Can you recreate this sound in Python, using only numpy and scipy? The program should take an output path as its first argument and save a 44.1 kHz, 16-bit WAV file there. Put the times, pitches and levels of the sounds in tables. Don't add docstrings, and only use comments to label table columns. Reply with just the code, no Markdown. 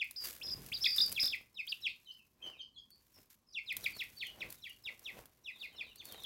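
import sys
import numpy as np
from scipy import signal
from scipy.fft import rfft, irfft
from scipy.io import wavfile
from scipy.ndimage import uniform_filter1d, map_coordinates

SR = 44100
rng = np.random.default_rng(int(sys.argv[2]) if len(sys.argv) > 2 else 0)


def pcm_store(signal):
    levels = np.round(np.clip(np.atleast_2d(signal), -1, 1) * 32767)
    wavfile.write(sys.argv[1], SR, levels.astype(np.int16).T)


N = 275625
TIME_S = np.arange(N) / SR

# (time [s], length [s], end pitch before the floor [Hz], drop position [0-1],
# early accent [dB], late accent [dB])
CHIRP_NOTES = [(-.02, 0.052, 2042, 0.6, -43, -29), (0.83, .047, 1918, 0.45, -69, -31.5),
               (1.145, 0.053, 2045, .53, -39.5, -33.5), (1.301, 0.052, 1973, .52, -42, -31.5),
               (1.548, 0.072, 2124, 0.5, -48.5, -36.5), (1.82, 0.061, 2134, 0.69, -35.5, -30),
               (3.533, 0.068, 2113, 0.42, -41, -35.5), (3.662, 0.069, 1900, 0.56, -41.5, -34),
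               (3.832, 0.042, 1986, .65, -38.5, -30), (3.984, 0.048, 1650, 0.48, -38, -35),
               (4.192, 0.052, 1810, 0.51, -42.5, -36), (4.398, 0.039, 1730, 0.43, -46.5, -37.5),
               (4.619, 0.065, 1820, 0.46, -46.5, -45), (4.842, .06, 1780, .47, -41, -39),
               (5.044, 0.071, 1770, .37, -41.5, -43), (5.442, 0.076, 1952, .37, -46.5, -43),
               (5.599, .069, 2095, 0.42, -40, -44), (5.766, 0.064, 1950, 0.57, -44, -41),
               (5.988, 0.048, 1780, 0.53, -47, -61.5), (6.221, 0.056, 1970, .54, -44.5, -25)]
# (shoulder [Hz], top of drop [Hz], bottom of drop [Hz])
CHIRP_BENDS_HZ = [3764, 3323, 2820]
# (delay [s], level [dB])
REFLECTIONS = [(.0045, -14.5), (.0095, -18), (.021, -22)]
# (frequency [Hz], level [dB])
AIR_SPECTRUM = [(25, -11), (55, 2), (170, -19), (225, -0.5), (300, -11), (750, -20.5), (1040, -9.5),
                (1500, -27), (6000, -21.5), (16000, -39.5)]
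# (time [s], rustle [dB], rub [dB], rumble [dB])
STIR_LEVELS = [(0, -68, -84, -72), (.4, -57, -70, -78), (.75, -53, -65, -66.5), (1.25, -55, -76, -66),
               (1.48, -74.5, -83, -76.5), (2.1, -70.5, -86, -81), (2.719, -87, -89, -75.5),
               (3.05, -72.5, -82, -77.5), (3.461, -84, -85, -80), (3.9, -61.5, -67, -69),
               (4.2, -62.5, -74.5, -69.5), (4.8, -67, -77.5, -73.5), (5.42, -73, -78.5, -78),
               (5.88, -71, -75.5, -70.5), (6.25, -61.5, -74, -69.5)]
# (peak time [s], rise [s], fade [s], level [dB])
RUSTLE_SWELLS = [(0.259, 0.026, 0.045, -37.5), (.85, 0.031, 0.056, -45), (.97, .012, 0.086, -40.5),
                 (1.24, .025, 0.042, -40), (1.72, 0.057, 0.12, -58), (2.47, 0.028, 0.032, -75.5),
                 (3.236, 0.13, .015, -63), (3.305, 0.0028, 0.027, -55.5), (3.85, 0.07, 0.067, -50.5),
                 (3.97, 0.017, 0.11, -53.5), (4.28, 0.052, 0.037, -63.5), (4.525, .03, 0.045, -52.5),
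                 (5.18, 0.18, 0.057, -59), (5.64, 0.061, 0.04, -63), (6.065, 0.024, 0.14, -57)]
# (peak time [s], rise [s], fade [s], rub [dB], rumble [dB])
RUB_SWELLS = [(.265, 0.028, 0.067, -55.5, -65), (.46, 0.015, 0.064, -60.5, -63),
              (.58, 0.088, 0.15, -59.5, -53), (.99, 0.013, 0.13, -57.5, -60.5),
              (1.125, 0.036, 0.031, -55, -57), (1.245, 0.017, 0.073, -58, -61),
              (1.9, 0.21, 0.082, -73.5, -72), (2.47, 0.033, 0.053, -53.5, -67),
              (3.18, 0.013, 0.051, -68, -67.5), (3.785, 0.042, 0.13, -62, -61.5),
              (4.454, 0.086, 0.049, -52, -57.5), (4.9, 0.017, 0.042, -59.5, -76),
              (5.189, 0.077, 0.053, -54, -60), (5.82, 0.2, 0.071, -63, -76),
              (6.135, 0.072, 0.087, -55, -67)]
# (frequency [Hz], level [dB])
RUSTLE_SPECTRUM = [(500, -23), (1500, -1), (3000, -1), (6500, -0.5), (9000, -2.5), (12500, 4),
                   (16000, -1.5)]
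RUB_SPECTRUM = [(150, -24.5), (300, 1.5), (600, -3), (900, -6.5), (1500, -10.5), (2500, -4), (6000, -11.5)]
RUMBLE_SPECTRUM = [(20, -22), (42, -1), (88, 1), (125, 0), (160, -3.5), (240, -4), (400, -10.5), (900, -42)]
# (frequency [Hz], bandwidth [Hz], level [dB])
BODY_MODES = [(225, 39, 1), (355, 50, -7), (500, 100, -1.5), (624.5, 90, -2), (770, 102.4, -2.5),
              (1046, 250, 0), (1430, 410, -6.5)]
# (time [s], level [dB])
TICK_HITS = [(0.0428, -47), (0.11, -34.5), (0.663, -38.5), (0.9627, -29), (1.063, -35), (1.094, -33.5),
             (1.1186, -28.5), (1.125, -25.5), (1.2056, -31.5), (1.2326, -37), (1.4139, -53.5),
             (1.6683, -41.5), (1.74, -52), (2.1917, -58.5), (2.9048, -50), (3.302, -50.5), (3.7257, -37.5),
             (3.7672, -25), (3.8419, -33.5), (4.269, -42), (4.5039, -36), (4.525, -35), (4.6962, -44.5),
             (4.9937, -44.5), (5.2564, -44), (5.9582, -42), (6.0541, -36.5), (6.123, -35.5), (6.2354, -40)]
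# (frequency [Hz], level [dB])
TICK_SPECTRUM = [(200, -15), (1500, -7.5), (4500, 1.5), (7000, -2), (12000, 7.5), (16000, 2.5)]
# (time [s], length [s], lead-in scoop [s], accent delay [s],
# start [Hz], accent [Hz], end [Hz], start [dB], accent [dB], end [dB])
TWITTER_NOTES = [(0.164, .12, 0.0053, 0.026, 5010, 4904, 4590, -44, -44.5, -48.5),
                 (.433, 0.11, 0.021, 0.092, 5174, 5010, 4870, -46.5, -39, -42),
                 (0.74, 0.041, .022, .011, 4860, 4710, 4930, -39.5, -35.5, -42),
                 (0.807, .036, 0.0009, .023, 4940, 5370, 5150, -46.5, -33.5, -37),
                 (.843, .123, 0.00091, .055, 5150, 4990, 4720, -33.5, -36.5, -37.5),
                 (0.965, .118, 0, .058, 5145, 4950, 4640, -41, -28, -41),
                 (1.2, 0.11, 0.0073, .05, 5090, 5050, 5140, -33, -30, -41.5),
                 (1.686, 0.046, 0.013, .013, 4510, 4950, 3900, -42, -43, -41)]
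# (first dip [s], count, period [s], dip length [s], bottom [Hz], bottom [dB])
TRILL_DIPS = [(0.476, 2, .026, 0.0086, 3390, -51), (0.766, 1, .02, .026, 3770, -41.5),
              (.845, 2, .0205, 0.018, 3386, -26), (0.884, 3, 0.024, .013, 4660, -34.5),
              (0.986, 2, .021, .018, 3523, -25.5), (1.238, 4, 0.022, 0.012, 3540, -37.5),
              (1.73, 1, .02, .03, 2700, -34)]
# (time [s], level [dB])
BUMP_HITS = [(0.509, -60), (0.563, -51), (1.122, -45.5), (1.234, -38), (1.41, -51.5), (3.167, -55),
             (3.765, -65), (3.84, -57), (3.965, -39.5), (4.451, -71), (4.864, -49), (5.188, -40.5),
             (6.125, -55)]
# (time [s], length [s], start [Hz], middle [Hz], end [Hz], level [dB])
FAR_SLURS = [(1.865, .042, 4900, 4360, 3030, -52), (2.179, 0.038, 2950, 2646, 2480, -63.5),
             (2.509, 0.069, 3000, 2640, 2260, -59.5), (2.904, 0.042, 4340, 4520, 4960, -61.5),
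             (3.135, 0.03, 5840, 5210, 5100, -60.5), (3.459, 0.095, 5410, 4910, 4780, -65),
             (3.915, .067, 4840, 4360, 4240, -54), (4.152, .11, 4700, 4300, 4180, -54.5),
             (4.229, 0.067, 3790, 3050, 2790, -46.5), (4.657, 0.067, 3770, 2975, 2670, -54.5),
             (5.508, 0.083, 4060, 3700, 3130, -63), (5.858, 0.08, 3350, 2970, 2480, -62),
             (6.025, .089, 4580, 4390, 4100, -62.5), (6.077, 0.072, 4100, 3370, 2900, -57.5),
             (6.134, .12, 4040, 3650, 3330, -59)]
# (time [s], length [s], slide start [Hz], held pitch [Hz], level [dB])
PEEP_NOTES = [(2.065, 0.057, 4230, 3040, -48), (2.418, 0.06, 2420, 3040, -42.5),
              (2.59, 0.032, 3860, 3116, -44.5), (2.758, 0.032, 4430, 3318, -52)]
# (start [s], stop [s], level [dB])
CHATTER_BOUTS = [(4.146, 4.72, -74.5), (5.548, 6.25, -66)]


def undb(db):
    return 10 ** (np.asarray(db) / 20)


def add(track, at_s, sound):
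    start = int(round(at_s * SR))
    lo, hi = max(start, 0), min(start + len(sound), N)
    if hi > lo:
        track[lo:hi] += sound[lo - start:hi - start]


def colour(x, spectrum):
    hz, db = np.transpose(spectrum)
    bins_hz = np.arange(len(x) // 2 + 1) * SR / len(x)
    gain = undb(np.interp(np.log(bins_hz + 1), np.log(hz), db))
    y = irfft(rfft(x) * gain, len(x))
    return y * np.std(x) / np.std(y)


def wander(n, rate_hz):
    place = np.arange(n) * rate_hz / SR
    return map_coordinates(rng.standard_normal(int(place[-1]) + 2), [place], order=3, mode="nearest")


def whistle(hz, gain, second_db, third_db, waver=0.013, flutter_db=2.5):
    n = len(hz)
    hz = uniform_filter1d(hz, size=90) * (1 + waver * wander(n, 350))
    phase = 2 * np.pi * np.cumsum(hz) / SR
    tone = np.sin(phase) + undb(second_db) * np.sin(2 * phase) + undb(third_db) * np.sin(3 * phase)
    edges = signal.windows.tukey(n, min(1, 0.0066 * SR / n))
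    return np.sqrt(2) * tone * gain * edges * undb(flutter_db * wander(n, 194.2))


def chirps(start_hz=4305, floor_hz=1930, lisp_hz=5700, lisp_fall_hz=900, lisp_s=0.019, lead_s=0.0072):
    out = np.zeros(N)
    for at_s, length_s, end_hz, drop, early_db, late_db in CHIRP_NOTES:
        u = np.linspace(0, 1, int(length_s * SR))
        stage = np.interp(u, [0, drop, 1], [0, .5, 1])
        hz = np.interp(stage, [0, .27, .44, .55, .94], [start_hz, *CHIRP_BENDS_HZ, end_hz])
        hz = np.maximum(hz * (1 + 0.019 * wander(len(u), 120)), floor_hz)
        dip_db = (early_db + late_db) / 2 - 7
        outline_db = [early_db - 24, early_db - 5, early_db, dip_db, late_db, late_db - 6.5, late_db - 14]
        db = np.interp(stage, [0, .29, .41, .5, .67, .86, 1], outline_db)
        second_db = np.interp(2 * hz, [3840, 4440, 5640, 7000], [-17.5, -18, -23, -36])
        add(out, at_s, whistle(hz, undb(db), second_db + 2 * rng.standard_normal(), third_db=-36))
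        v = np.linspace(0, 1, int(lisp_s * SR))
        glide_hz = (lisp_hz - lisp_fall_hz * v ** 2) * (1 + 0.064 * rng.standard_normal())
        lisp = whistle(glide_hz, np.sin(np.pi * v), second_db=-41.5, third_db=-45)
        add(out, at_s - lead_s, undb(early_db - 18) * lisp)
    return out


def walls(x, wet_db, t60_s, gap_s=0.0074):
    t = TIME_S[:SR // 2]
    tail = rng.standard_normal(len(t)) * undb(-60 * t / t60_s) * (t > gap_s)
    response = undb(wet_db) * tail / np.linalg.norm(tail)
    response[0] = 1
    for delay_s, db in REFLECTIONS:
        response[int(delay_s * SR)] += undb(db)
    return signal.fftconvolve(x, response)[:N]


def air(level_db=-81):
    return undb(level_db + .8 * wander(N, 3.6)) * colour(rng.standard_normal(N), AIR_SPECTRUM)


def swell(peak_s, rise_s, fade_s, db):
    time_constants = np.maximum((peak_s - TIME_S) / rise_s, (TIME_S - peak_s) / fade_s)
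    return (undb(db) * np.exp(-np.minimum(time_constants, 20))) ** 2


def friction(spectrum, slips_per_s, spread_db, hiss_power, decay_s=0.0016):
    sizes = undb(spread_db * np.minimum(rng.exponential(size=N), 3.2))
    slips = (rng.random(N) < slips_per_s / SR) * sizes ** 2
    power = signal.fftconvolve(slips, np.exp(-TIME_S[:SR // 50] / decay_s))[:N]
    noise = rng.standard_normal(N) * np.sqrt(np.abs(power / power.mean()) + hiss_power)
    return colour(noise / np.std(noise), spectrum)


def body(push, direct_db):
    ring = sum(undb(db) * signal.lfilter(*signal.iirpeak(hz, hz / width_hz, SR), push)
               for hz, width_hz, db in BODY_MODES)
    mix = ring + undb(direct_db) * push
    return mix * np.std(push) / np.std(mix)


def handling():
    times_s, *stir_db = np.transpose(STIR_LEVELS)
    rustle_power, rub_power, rumble_power = (undb(np.interp(TIME_S, times_s, db)) ** 2 for db in stir_db)
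    rustle_power += sum(swell(*row) for row in RUSTLE_SWELLS)
    for *timing_s, rub_db, rumble_db in RUB_SWELLS:
        rub_power += swell(*timing_s, rub_db)
        rumble_power += swell(*timing_s, rumble_db)
    rustle = friction(RUSTLE_SPECTRUM, slips_per_s=230, spread_db=3, hiss_power=0.43)
    rustle *= np.sqrt(rustle_power)
    drag = friction(RUB_SPECTRUM, slips_per_s=200, spread_db=5, hiss_power=1.38)
    rub = body(drag, direct_db=-13) * np.sqrt(rub_power)
    rumble = colour(rng.standard_normal(N), RUMBLE_SPECTRUM) * np.sqrt(rumble_power)
    return undb(-2.5) * (rustle + rub) + undb(-0.9) * rumble


def ticks(decay_s=0.0024, tail_s=0.02, tail_db=-20, gain_db=-5):
    out, t = np.zeros(N), TIME_S[:SR // 16]
    envelope = np.exp(-t / decay_s) + undb(tail_db) * np.exp(-t / tail_s)
    for at_s, db in TICK_HITS:
        add(out, at_s, undb(db + gain_db) * envelope * rng.standard_normal(len(t)))
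    return colour(out, TICK_SPECTRUM)


def twitters(low_hz=3550, scoop_hz_per_s=85000, jump_s=0.0046, break_hz=4250, break_width_hz=330):
    out = np.zeros(N)
    for at_s, length_s, scoop_s, accent_s, *outline in TWITTER_NOTES:
        t = np.arange(-scoop_s, length_s, 1 / SR)
        knots_s = [0, accent_s, length_s]
        low_share = np.clip(-t / jump_s, 0, 1)
        held_hz = np.interp(t, knots_s, outline[:3])
        scoop_hz = low_hz + scoop_hz_per_s * (t + jump_s)
        hz = (1 - low_share) * held_hz + low_share * scoop_hz
        db = np.interp(t, knots_s, outline[3:]) + 0.5 * low_share
        hz, db = trill(at_s + t, hz, db)
        db -= 10 * np.exp(-((hz - break_hz) / break_width_hz) ** 2)
        twin_db = db + np.interp(hz, [low_hz, break_hz], [-19, -10])
        for side_hz, side_db in ((hz, db), (hz * 1.075, twin_db)):
            note = whistle(side_hz, undb(side_db), second_db=-36, third_db=-38,
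                           waver=0.014, flutter_db=1.05)
            add(out, at_s - scoop_s, note)
    return out


def trill(time_s, hz, db, flatness=2.6):
    for first_s, count, period_s, length_s, bottom_hz, bottom_db in TRILL_DIPS:
        for at_s in first_s + period_s * np.arange(round(count)):
            dip = 1 - np.sin(np.pi * np.minimum(abs(time_s - at_s) / length_s, .5)) ** flatness
            hz = hz + dip * (bottom_hz - hz)
            db = db + dip * (bottom_db - db)
    return hz, db


def bumps(decay_s=0.006, gain_db=-9):
    out, t = np.zeros(N), TIME_S[:SR // 12]
    for at_s, db in BUMP_HITS:
        push = colour(rng.standard_normal(len(t)), [(40, -6), (150, 0), (900, -9), (4000, -32)])
        add(out, at_s, undb(db + gain_db) * np.exp(-t / decay_s) * push)
    return body(out, direct_db=9.5)


def far_calls():
    out = np.zeros(N)
    for at_s, length_s, *pitches_hz, db in FAR_SLURS:
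        u = np.linspace(0, 1, int(length_s * SR))
        hz = uniform_filter1d(np.interp(u, [0, .5, 1], pitches_hz), size=400, mode="nearest")
        gain = undb(db) * signal.windows.tukey(len(u), .6)
        add(out, at_s, whistle(hz, gain, second_db=-23, third_db=-65, waver=0.019))
    return out


def peeps(slide_s=.025, slide_db=-64, sag=0.039, flick_s=.02, flick_hz=(3900, 5400), flick_db=-60):
    out = np.zeros(N)
    for at_s, length_s, from_hz, held_hz, held_db in PEEP_NOTES:
        slide = (at_s - .7 * slide_s, slide_s, from_hz, (from_hz + held_hz) / 2, slide_db)
        hold = (at_s, length_s, held_hz * (1 + sag), held_hz * (1 - sag), held_db)
        flick = (at_s + length_s - .016, flick_s, *flick_hz, flick_db)
        for start_s, span_s, start_hz, end_hz, db in (slide, hold, flick):
            hz = np.linspace(start_hz, end_hz, int(span_s * SR))
            gain = undb(db) * signal.windows.tukey(len(hz), .5)
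            add(out, start_s, whistle(hz, gain, second_db=-26.5, third_db=-50, waver=0.015))
    return out


def chatter(spacing_s=0.042, length_s=.07, start_hz=4400, fall=0.19):
    out, u = np.zeros(N), np.linspace(0, 1, int(length_s * SR))
    for start_s, stop_s, db in CHATTER_BOUTS:
        for at_s in np.arange(start_s, stop_s, spacing_s):
            late, high, loud = rng.standard_normal(3)
            hz = start_hz * np.exp(0.14 * high) * (1 - fall * u)
            gain = undb(db + 2 * loud) * np.sin(np.pi * u)
            add(out, at_s + late * spacing_s / 2, whistle(hz, gain, second_db=-50, third_db=-32))
    return out


def scene():
    near = walls(chirps(), wet_db=-7, t60_s=0.24) + walls(twitters(), wet_db=-12.5, t60_s=0.26)
    far = undb(-6) * walls(peeps() + far_calls() + chatter(), wet_db=4.5, t60_s=0.23, gap_s=0.0024)
    return (near + far + handling() + ticks() + bumps() + air())[None]


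def record(dry, cutoff_hz=16200):
    return signal.sosfilt(signal.ellip(10, .2, 70, cutoff_hz, fs=SR, output="sos"), dry)


dry = scene()
out = record(dry)
pcm_store(out)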